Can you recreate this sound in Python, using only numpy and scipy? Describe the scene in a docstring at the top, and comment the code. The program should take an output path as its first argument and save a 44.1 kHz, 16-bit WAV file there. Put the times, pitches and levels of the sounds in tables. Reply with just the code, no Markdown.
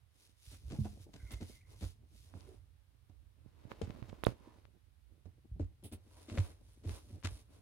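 """Someone settles on a foam mattress: cloth swishes, the cover slips in creaky scuffs, the foam thumps.
From about 3.5 to 4.7 s fingers knock on the hand-held recorder, once sharply, right at one microphone port.
Then the mattress is pressed and stroked again, with more thumps, thuds and small snaps.
Cloth is filtered random clicks under envelopes; blows are decaying sines; the room adds a short tail and hiss."""
import sys
import numpy as np
from scipy import signal
from scipy.fft import rfft, irfft, next_fast_len
from scipy.io import wavfile

SR = 44100
rng = np.random.default_rng(int(sys.argv[2]) if len(sys.argv) > 2 else 0)


def unload_audio(sound):
    """Save the sound as a 16-bit wav file, at the path given as the first command line argument."""
    columns = np.transpose(np.atleast_2d(sound))
    # keep every value between -1 and 1, then stretch to whole-number steps
    steps = np.round(np.clip(columns, -1, 1) * 32767)
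    wavfile.write(sys.argv[1], SR, steps.astype(np.int16))


N = 335925
TIME = np.arange(N) / SR

# hand or trouser leg strokes the cover: start_s, length_s, hiss_db, body_db
STROKES = [(0.126, 0.22, -68.5, -79), (0.383, 0.24, -60, -78), (0.566, 0.49, -64.5, -71.5),
           (0.996, 0.063, -62.5, -76), (1.08, 0.43, -68, -72.5), (1.37, 0.26, -62, -72.5),
           (1.657, 0.13, -67, -66.5), (1.756, 0.19, -61, -73), (2.073, 0.27, -67.5, -106),
           (2.222, 0.4, -72, -67), (3.442, 1, -81.5, -63), (3.692, 0.051, -78, -52.5),
           (4.221, 0.12, -68, -54), (4.272, 0.43, -79, -67), (6.028, 0.38, -68, -67),
           (6.284, 0.29, -63, -59), (6.57, 0.27, -74, -78.5), (6.846, 0.18, -58, -56.5),
           (6.97, 0.28, -71.5, -76), (7.218, 0.23, -63.5, -66), (7.465, 0.17, -72.5, -68.5)]
# spectra of the stroke: freq_hz, relative_db
HISS_SPECTRUM = [(1200, -11.5), (2500, -2), (3600, 1.5), (6000, 0), (7800, -4.5), (9700, 4), (12000, -5),
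                 (15500, -11.5)]
BODY_SPECTRUM = [(280, 8), (600, 2.5), (1000, -1), (1280, -5.5), (2200, -9), (4000, -13), (9000, -25)]
# cloth sliding on after a grip: fade time, level against the muffled scuff
RELEASE_S, RELEASE_DB = 0.041, -20.5


def cloth():
    """Many tiny slips merge into a swish; firm pressure adds a hollow body, which also trails each grip."""
    strokes = np.array(STROKES)
    fibres = slips(per_s=6000, spread_db=3.5, alike=0.4)
    hiss = swells(strokes[:, [0, 1, 2]]) * colour(fibres, HISS_SPECTRUM) * pan(left_db=1)

    grips = np.array(GRIPS)[:, [0, 1, 2]]
    trailing = from_db(RELEASE_DB) * bursts(grips, rise_s=0.045, fall_s=RELEASE_S, catch=0)
    firmness = np.hypot(swells(strokes[:, [0, 1, 3]]), trailing)
    coarse = slips(per_s=2500, spread_db=-0.5, alike=0.25)
    body = firmness * colour(coarse, BODY_SPECTRUM) * pan(left_db=0)
    return (hiss + body) * waver(per_s=39, depth_db=1.23)


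# hand grips the cover, slips and kicks the foam: start_s, length_s, muffled_db, crisp_db, thump_db
GRIPS = [(0.513, 0.031, -60, -66.5, -50.5), (0.7, 0.048, -47, -62, -55), (0.844, 0.012, -44, -62, -45),
         (0.992, 0.013, -62, -75, -46), (1.133, 0.02, -52, -62, -57), (1.306, 0.033, -52.5, -58, -58),
         (1.405, 0.018, -43.5, -62, -40), (1.808, 0.035, -46.5, -59.5, -36.5), (2.329, 0.04, -52, -76, -46),
         (3.091, 0.0077, -57, -82, -52), (3.814, 0.017, -38, -57, -52), (4.081, 0.016, -51.5, -68, -47.5),
         (5.254, 0.0072, -48.5, -78, -47), (5.594, 0.0216, -45.5, -69, -31),
         (5.824, 0.042, -53, -74.5, -47.5), (5.915, 0.022, -47.5, -63.5, -44),
         (6.281, 0.082, -48.5, -62.5, -39.5), (6.372, 0.016, -42, -50, -24),
         (6.834, 0.066, -51.5, -64, -32), (7.091, 0.091, -59.5, -79, -40),
         (7.234, 0.025, -45.5, -47.5, -32)]
# spectra of the slide, through the foam and at the surface: freq_hz, relative_db
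MUFFLED_SPECTRUM = [(90, -8), (170, 3.5), (250, 4.5), (360, 0), (500, -9.5), (720, -11), (1200, -33),
                    (3000, -66.5)]
CRISP_SPECTRUM = [(200, -4), (600, 8), (3500, 8), (8000, 1), (10000, -5.5), (15500, -19)]


def scuffs():
    """Stick and slip: crisp crackle from the surface, and the same slide muffled through the foam."""
    grips = np.array(GRIPS)
    deep_slips = slips(per_s=890, spread_db=0.5, alike=1.0)
    muffled_level = bursts(grips[:, [0, 1, 2]], rise_s=0.011, fall_s=0.011, catch=1.0)
    muffled = muffled_level * colour(deep_slips, MUFFLED_SPECTRUM)

    surface_slips = slips(per_s=2200, spread_db=2.0, alike=0.45)
    crisp_level = bursts(grips[:, [0, 1, 3]], rise_s=0.0014, fall_s=0.02, catch=0.19)
    crisp = crisp_level * colour(surface_slips, CRISP_SPECTRUM)
    # the slide stalls and restarts every few milliseconds
    judder = waver(per_s=260, depth_db=4.5)
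    return muffled * dull_pan() + crisp * judder * pan(left_db=2.0)


# modes of the foam block: freq_hz, level_db, ring_cycles (to -60 dB)
FOAM_MODES = [(58.9, 4, 11), (87.5, 4.5, 11), (149, -6.5, 3.5), (227, -9, 42)]
# body sinks into the mattress: start_s, level_db
SETTLES = [(0.473, -45), (0.648, -40.5), (1.229, -38), (1.335, -34.5), (1.834, -31.5), (5.515, -34.5),
           (5.626, -35), (6.904, -36), (7.317, -38)]
KICK_AT = 0.3855   # share of the slide after which the foam gives
KICK_HZ, SETTLE_HZ = 97, 56   # pitch driven most by a kick, by a slow push


def foam_bounce():
    """Each grip kicks the foam's modes; the sinking body drives the same modes lower down."""
    bounce = np.zeros(N)
    for start_s, length_s, _, _, thump_db in GRIPS:
        kick_s = start_s + KICK_AT * length_s
        bounce += from_db(thump_db) * struck(kick_s, FOAM_MODES, KICK_HZ, focus_db=19.5, rise_s=0.0062)
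    for start_s, level_db in SETTLES:
        bounce += from_db(level_db) * struck(start_s, FOAM_MODES, SETTLE_HZ, focus_db=14.5, rise_s=0.0055)
    return bounce * dull_pan()


# hand or leg lands on the mattress: start_s, level_db, pitch_hz
THUDS = [(0.7875, -26, 144), (0.807, -31.5, 99), (3.826, -33, 86), (5.598, -31.5, 294),
         (6.3835, -23.5, 102.4)]


def thuds():
    """The foam swallows each landing within a few cycles of a sine."""
    out = np.zeros(N)
    for start_s, level_db, pitch_hz in THUDS:
        out += from_db(level_db) * placed(start_s, ring(pitch_hz, cycles=6.5, rise_s=0.5 / pitch_hz))
    return out * dull_pan()


# fingers tap the recorder: start_s, level_db, contact_pitch_hz, left_over_right_db
TAPS = [(3.461, -41.5, 151, -31), (3.652, -38.5, 170, -31), (3.7173, -27.5, 1070, -34),
        (3.877, -33.5, 149, -23), (3.899, -30.5, 212, -22), (3.9065, -35.5, 2340, 34),
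        (4.023, -32, 128, -24), (4.027, -38, 1400, -31), (4.129, -32.5, 330, -27),
        (4.237, -18.5, 1300, -38), (4.2677, -9.5, 570, -37), (4.285, -27, 155, -26),
        (4.6535, -44, 1850, 29), (5.2565, -44, 256, -27)]
# modes of the case held in the hand: freq_hz, level_db, ring_cycles (to -60 dB)
CASE_MODES = [(121, -9, 15.6), (185, 1.5, 2.8), (490, -0.5, 3.5), (1050, -1, 2.7), (1970, 3.5, 1.4)]
CONTACT_SPAN = 3.15   # skin rounds off a tap above this multiple of its contact pitch


def knocks():
    """Fingertips excite the case's short-lived modes; each contact reaches mostly one port."""
    out = np.zeros((2, N))
    for start_s, level_db, contact_hz, left_db in TAPS:
        blow = struck(start_s, CASE_MODES, contact_hz, focus_db=8, rise_s=0.00005)
        out += from_db(level_db) * pan(left_db) * soften(blow, CONTACT_SPAN * contact_hz)
    return out


# seams and bed base snap under strain; the rows near 4.1-4.27 s are the sharp edges of fingertip taps on the
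# recorder: start_s, level_db, pitch_hz, ring_cycles, left_over_right_db
SNAPS = [(0.793, -36.5, 206.6, 74, 2), (2.3392, -42, 910, 2.1, -43), (2.408, -42.5, 5100, 4.1, 25),
         (3.8152, -28.5, 454, 12.5, 24), (4.0983, -40, 2940, 1.3, -12), (4.2419, -24.5, 11550, 5.3, -10),
         (4.2503, -32, 3660, 30, -9), (4.2676, -28, 4700, 4, -26), (5.5977, -36, 566, 18, 11),
         (6.2994, -34, 2210, 0.95, 14), (6.3764, -30.5, 2180, 5.9, 4), (6.374, -37, 547, 31, 8),
         (6.3843, -26, 2420, 1.3, 6), (6.894, -30, 3800, 0.69, 21), (7.228, -42, 2000, 1.3, 12),
         (7.2566, -30, 1660, 1.7, 7)]


def snaps():
    """Each sudden release of strain, or the hard edge of a tap, rings briefly at one pitch."""
    out = np.zeros((2, N))
    for start_s, level_db, pitch_hz, cycles, left_db in SNAPS:
        snap = placed(start_s, ring(pitch_hz, cycles, rise_s=0.00005))
        out += from_db(level_db) * pan(left_db) * soften(snap, 2400 + 0.63 * pitch_hz)
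    return out


# loaded bed creaks and rasps, and cloth rubbing near 1 kHz at 4.4 and 6.1 s: start_s, length_s, level_db,
# pitch_hz
CREAKS = [(0.743, 0.03, -62, 790), (0.847, 0.029, -54, 780), (2.448, 0.099, -60.5, 385),
          (4.375, 0.22, -71, 980), (5.551, 0.051, -52.5, 177), (6.1, 0.17, -76, 960)]
OVERTONE_RATIO, OVERTONE_DB, CREAK_CYCLES = 1.8, -13.5, 14


def creaks():
    """A quick uneven run of slips, of the loaded bed or of rubbing cloth, sounds through two resonances."""
    out = np.zeros(N)
    for start_s, length_s, level_db, pitch_hz in CREAKS:
        low = ring(pitch_hz, CREAK_CYCLES, rise_s=1 / pitch_hz)
        high = ring(OVERTONE_RATIO * pitch_hz, OVERTONE_RATIO * CREAK_CYCLES, rise_s=1 / pitch_hz)
        resonances = low + from_db(OVERTONE_DB) * high
        jerks = slips(per_s=700, spread_db=-2.5, alike=0.98)[0]
        run = signal.fftconvolve(jerks, resonances)[:N]
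        out += swells([(start_s, length_s, level_db)]) * rms_one(run)
    return out * dull_pan()


# fingertips brush the piping and the case: start_s, length_s, level_db
BRUSHES = [(1.314, 0.016, -55), (4.2623, 0.0027, -45.5), (5.836, 0.026, -55.5), (5.922, 0.017, -55)]
# spectrum of a brush: freq_hz, relative_db
BRUSH_SPECTRUM = [(1500, -20), (3200, 1), (6500, -14), (9600, 5.5), (12500, -6), (15500, -3.5)]
BRUSH_FADE = 0.73   # fade time as a share of the length


def brushes():
    """Light fingertip friction: short bursts of bright noise."""
    touch = np.zeros(N)
    for start_s, length_s, level_db in BRUSHES:
        row = (start_s, length_s, level_db)
        touch += bursts([row], rise_s=0.0015, fall_s=BRUSH_FADE * length_s, catch=0)
    return touch * colour(noise(alike=0.36), BRUSH_SPECTRUM) * pan(left_db=-1.0)


# thumb squeaks over the ribbed weave: start_s, length_s, level_db, first_pitch_hz, last_pitch_hz
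SQUEAKS = [(1.145, 0.18, -76.5, 1630, 1370), (1.169, 0.267, -68.5, 2060, 2097),
           (1.395, 0.36, -77.5, 2070, 2110)]


def weave():
    """Ribs passing under the thumb sing faintly, gliding as it speeds up or slows."""
    out = np.zeros(N)
    for start_s, length_s, level_db, first_hz, last_hz in SQUEAKS:
        glide_hz = np.interp(TIME, [start_s, start_s + length_s], [first_hz, last_hz])
        rib_hz = glide_hz * waver(per_s=460, depth_db=0.5)   # unsteady rib rate
        tone = np.sqrt(2) * np.sin(2 * np.pi * np.cumsum(rib_hz) / SR)
        out += swells([(start_s, length_s, level_db)]) * tone
    return out * waver(per_s=130, depth_db=4.5)


# weight shifting on the bed, before the trims below: time_s, rumble_db, rubbing_db
WEIGHT = [(0.0, -66.5, -94), (0.49, -73.5, -95), (0.7, -45, -63), (0.85, -44.5, -65.5),
          (0.98, -59.5, -67.5), (2.18, -60.5, -82), (2.46, -56.5, -78), (2.86, -67, -81),
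          (3.37, -61.5, -84), (4.01, -60, -65), (4.84, -67, -78.5), (6.41, -60, -77), (7.62, -61.5, -70.5)]
# spectrum of the low grumble: freq_hz, relative_db
RUMBLE_SPECTRUM = [(28, -18.5), (58, 1), (88, -5), (130, -14), (600, -86)]
RUMBLE_TRIM_DB, RUBBING_TRIM_DB = 1, -3


def weight_shift():
    """Shifting weight makes the foam grumble low and rub unevenly inside."""
    rumble_db, rubbing_db = in_time(WEIGHT)
    rumble = from_db(rumble_db + RUMBLE_TRIM_DB) * colour(noise(alike=0.94), RUMBLE_SPECTRUM)
    rumble = rumble * waver(per_s=7.5, depth_db=1.0)
    rubs = slips(per_s=980, spread_db=2.5, alike=0.62)
    rubbing = from_db(rubbing_db + RUBBING_TRIM_DB) * colour(rubs, MUFFLED_SPECTRUM)
    rubbing = rubbing * waver(per_s=44, depth_db=9.5)
    return (rumble + rubbing) * dull_pan()


def bedroom(x, t60_s, wall_hz):
    """Bed and carpet leave only a short, dull, diffuse tail: decaying low-passed noise."""
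    t = TIME[:SR // 2]
    tail = rng.standard_normal((2, len(t))) * np.exp(-np.log(1000) * t / t60_s)
    tail = signal.sosfilt(signal.butter(1, wall_hz, fs=SR, output="sos"), tail)
    unit_energy_tail = rms_one(tail) / np.sqrt(len(t))
    return signal.fftconvolve(x.mean(0)[None], unit_energy_tail, axes=1)[:, :N]


# spectrum of the room's hiss: freq_hz, relative_db
ROOM_SPECTRUM = [(150, -11), (700, -16), (3800, -19.5), (7400, -27.5), (9500, -21.5), (15500, -28)]


def room_tone():
    """Quiet steady hiss: coloured noise, almost independent at the two ports."""
    return from_db(-79.5) * colour(noise(alike=0.02), ROOM_SPECTRUM)


# where the dull sounds sit: time_s, left_over_right_db
BEARING = [(.38, -10), (.5, -1), (1.95, -1), (2.8, -9), (3.72, -13), (3.81, 0), (3.88, -9), (5.28, -12),
           (5.4, 1)]


def dull_pan():
    """Moving left and right gains of the dull sounds."""
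    return pan(in_time(BEARING)[0])


# earlier arrival at the left port (negative: later): time_s, lead_s
LEAD = [(2.2, .00016), (5.4, -.0001)]


def pair(three, alike):
    """One shared and two private signals make two partly alike channels, the right one shifted by LEAD."""
    alike = np.clip(alike, 0, 1)
    left, right = np.sqrt(alike) * three[0] + np.sqrt(1 - alike) * three[1:]
    lag = np.round(in_time(LEAD)[0] * SR).astype(int)
    return np.array([left, right[(np.arange(N) - lag) % N]])


def noise(alike):
    """White noise at the two ports."""
    return pair(rng.standard_normal((3, N)), alike)


def slips(per_s, spread_db, alike):
    """Fibres catch and let go: random clicks of uneven size."""
    sizes = from_db(spread_db * np.minimum(rng.exponential(1, N), 4))
    happens = rng.random(N) < per_s / SR
    signs = rng.choice([-1., 1.], (3, N))
    return pair(happens * sizes * signs, alike)


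def waver(per_s, depth_db):
    """A gain that wanders at random."""
    knots = rng.standard_normal(4096)
    return from_db(depth_db * np.interp(TIME * per_s, np.arange(len(knots)), knots))


def swells(rows):
    """Envelope of smooth strokes (start_s, length_s, level_db): speed gathers and ebbs in a bell."""
    power = np.zeros(N)
    for start_s, length_s, level_db in rows:
        near = slice(max(int((start_s - length_s) * SR), 0), int((start_s + 2 * length_s) * SR))
        from_middle = (TIME[near] - start_s - length_s / 2) / (0.18 * length_s)
        power[near] += from_db(level_db) ** 2 * np.exp(-0.5 * from_middle ** 2)
    return np.sqrt(power)


def bursts(rows, rise_s, fall_s, catch):
    """Envelope of slides (start_s, length_s, level_db): optional first jerk, slide, then decay."""
    out = np.zeros(N)
    for start_s, length_s, level_db in rows:
        at = int(start_s * SR)
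        t = TIME[:min(SR // 2, N - at)]
        jerk = 1 + catch * np.exp(-t / 0.0045)
        rise = 1 - np.exp(-t / rise_s)
        fall = np.exp(-np.maximum(t - length_s, 0) / fall_s)
        out[at:at + len(t)] += from_db(level_db) * jerk * rise * fall
    return out


def struck(start_s, modes, contact_hz, focus_db, rise_s):
    """A blow drives modes near its contact pitch most, focus_db less per octave away; peak 1."""
    wave = 0
    for hz, level_db, cycles in modes:
        octaves_away = abs(np.log2(hz / contact_hz))
        wave = wave + from_db(level_db - focus_db * octaves_away) * ring(hz, cycles, rise_s)
    return placed(start_s, wave / np.abs(wave).max())


def ring(hz, cycles, rise_s):
    """A sine of peak 1 that builds up over the contact time and loses 60 dB in so many cycles."""
    t = TIME[:SR // 2]
    decay = np.exp(-np.log(1000) * t * hz / cycles)
    wave = np.sin(2 * np.pi * hz * t) * decay * (1 - np.exp(-t / rise_s))
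    return wave / np.abs(wave).max()


def placed(start_s, wave):
    """A short sound set at its time."""
    return np.pad(wave, (int(start_s * SR), N))[:N]


def soften(x, hz):
    """A soft contact rounds off the edge: low-pass at hz."""
    # the tiny offset keeps the filter clear of slow denormal numbers
    return signal.sosfilt(signal.butter(2, min(hz, 0.45 * SR), fs=SR, output="sos"), x + 1e-18)


def colour(x, spectrum):
    """Give a steady signal a spectrum, falling away below its first point; rms 1."""
    size = next_fast_len(N)
    hz, db = np.transpose(spectrum)
    bins_hz = np.arange(size // 2 + 1) * SR / size + 1
    shape = from_db(np.interp(np.log(bins_hz), np.log(hz), db))
    shape = shape * np.minimum(bins_hz / hz[0], 1) ** 2
    return rms_one(irfft(rfft(x, size) * shape, size)[..., :N])


def pan(left_db):
    """Left and right gains of unit mean power, left_db apart."""
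    both = from_db(np.array([[0.5], [-0.5]]) * left_db)
    return both / np.sqrt(np.mean(both ** 2, axis=0))


def in_time(rows):
    """Each column of a curve at every sample."""
    time_s, *columns = np.transpose(rows)
    return [np.interp(TIME, time_s, c) for c in columns]


def rms_one(x):
    """Scale to unit rms."""
    return x / np.sqrt(np.mean(x ** 2) + 1e-20)


def from_db(db):
    """Decibels to gain."""
    return 10 ** (np.asarray(db) / 20)


def scene():
    """Bed sounds and sharp contacts with their faint tails, over the room's quiet hiss."""
    bed = cloth() + scuffs() + foam_bounce() + thuds() + creaks() + brushes() + weave() + weight_shift()
    contacts = knocks() + snaps()
    tail = bedroom(from_db(-14) * bed + from_db(-20.5) * contacts, t60_s=0.15, wall_hz=4170)
    return bed + contacts + tail + room_tone()


def record(dry):
    """The microphone drops the deepest bass, its left port some treble; the top is cut."""
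    left = signal.sosfilt(signal.butter(1, 11200, fs=SR, output="sos"), dry[0])
    ports = np.array([left, dry[1]])
    ports = signal.sosfilt(signal.butter(3, 38, "high", fs=SR, output="sos"), ports)
    return signal.sosfilt(signal.ellip(10, 0.1, 80, 15900, fs=SR, output="sos"), ports)


dry = scene()
out = record(dry)
unload_audio(out)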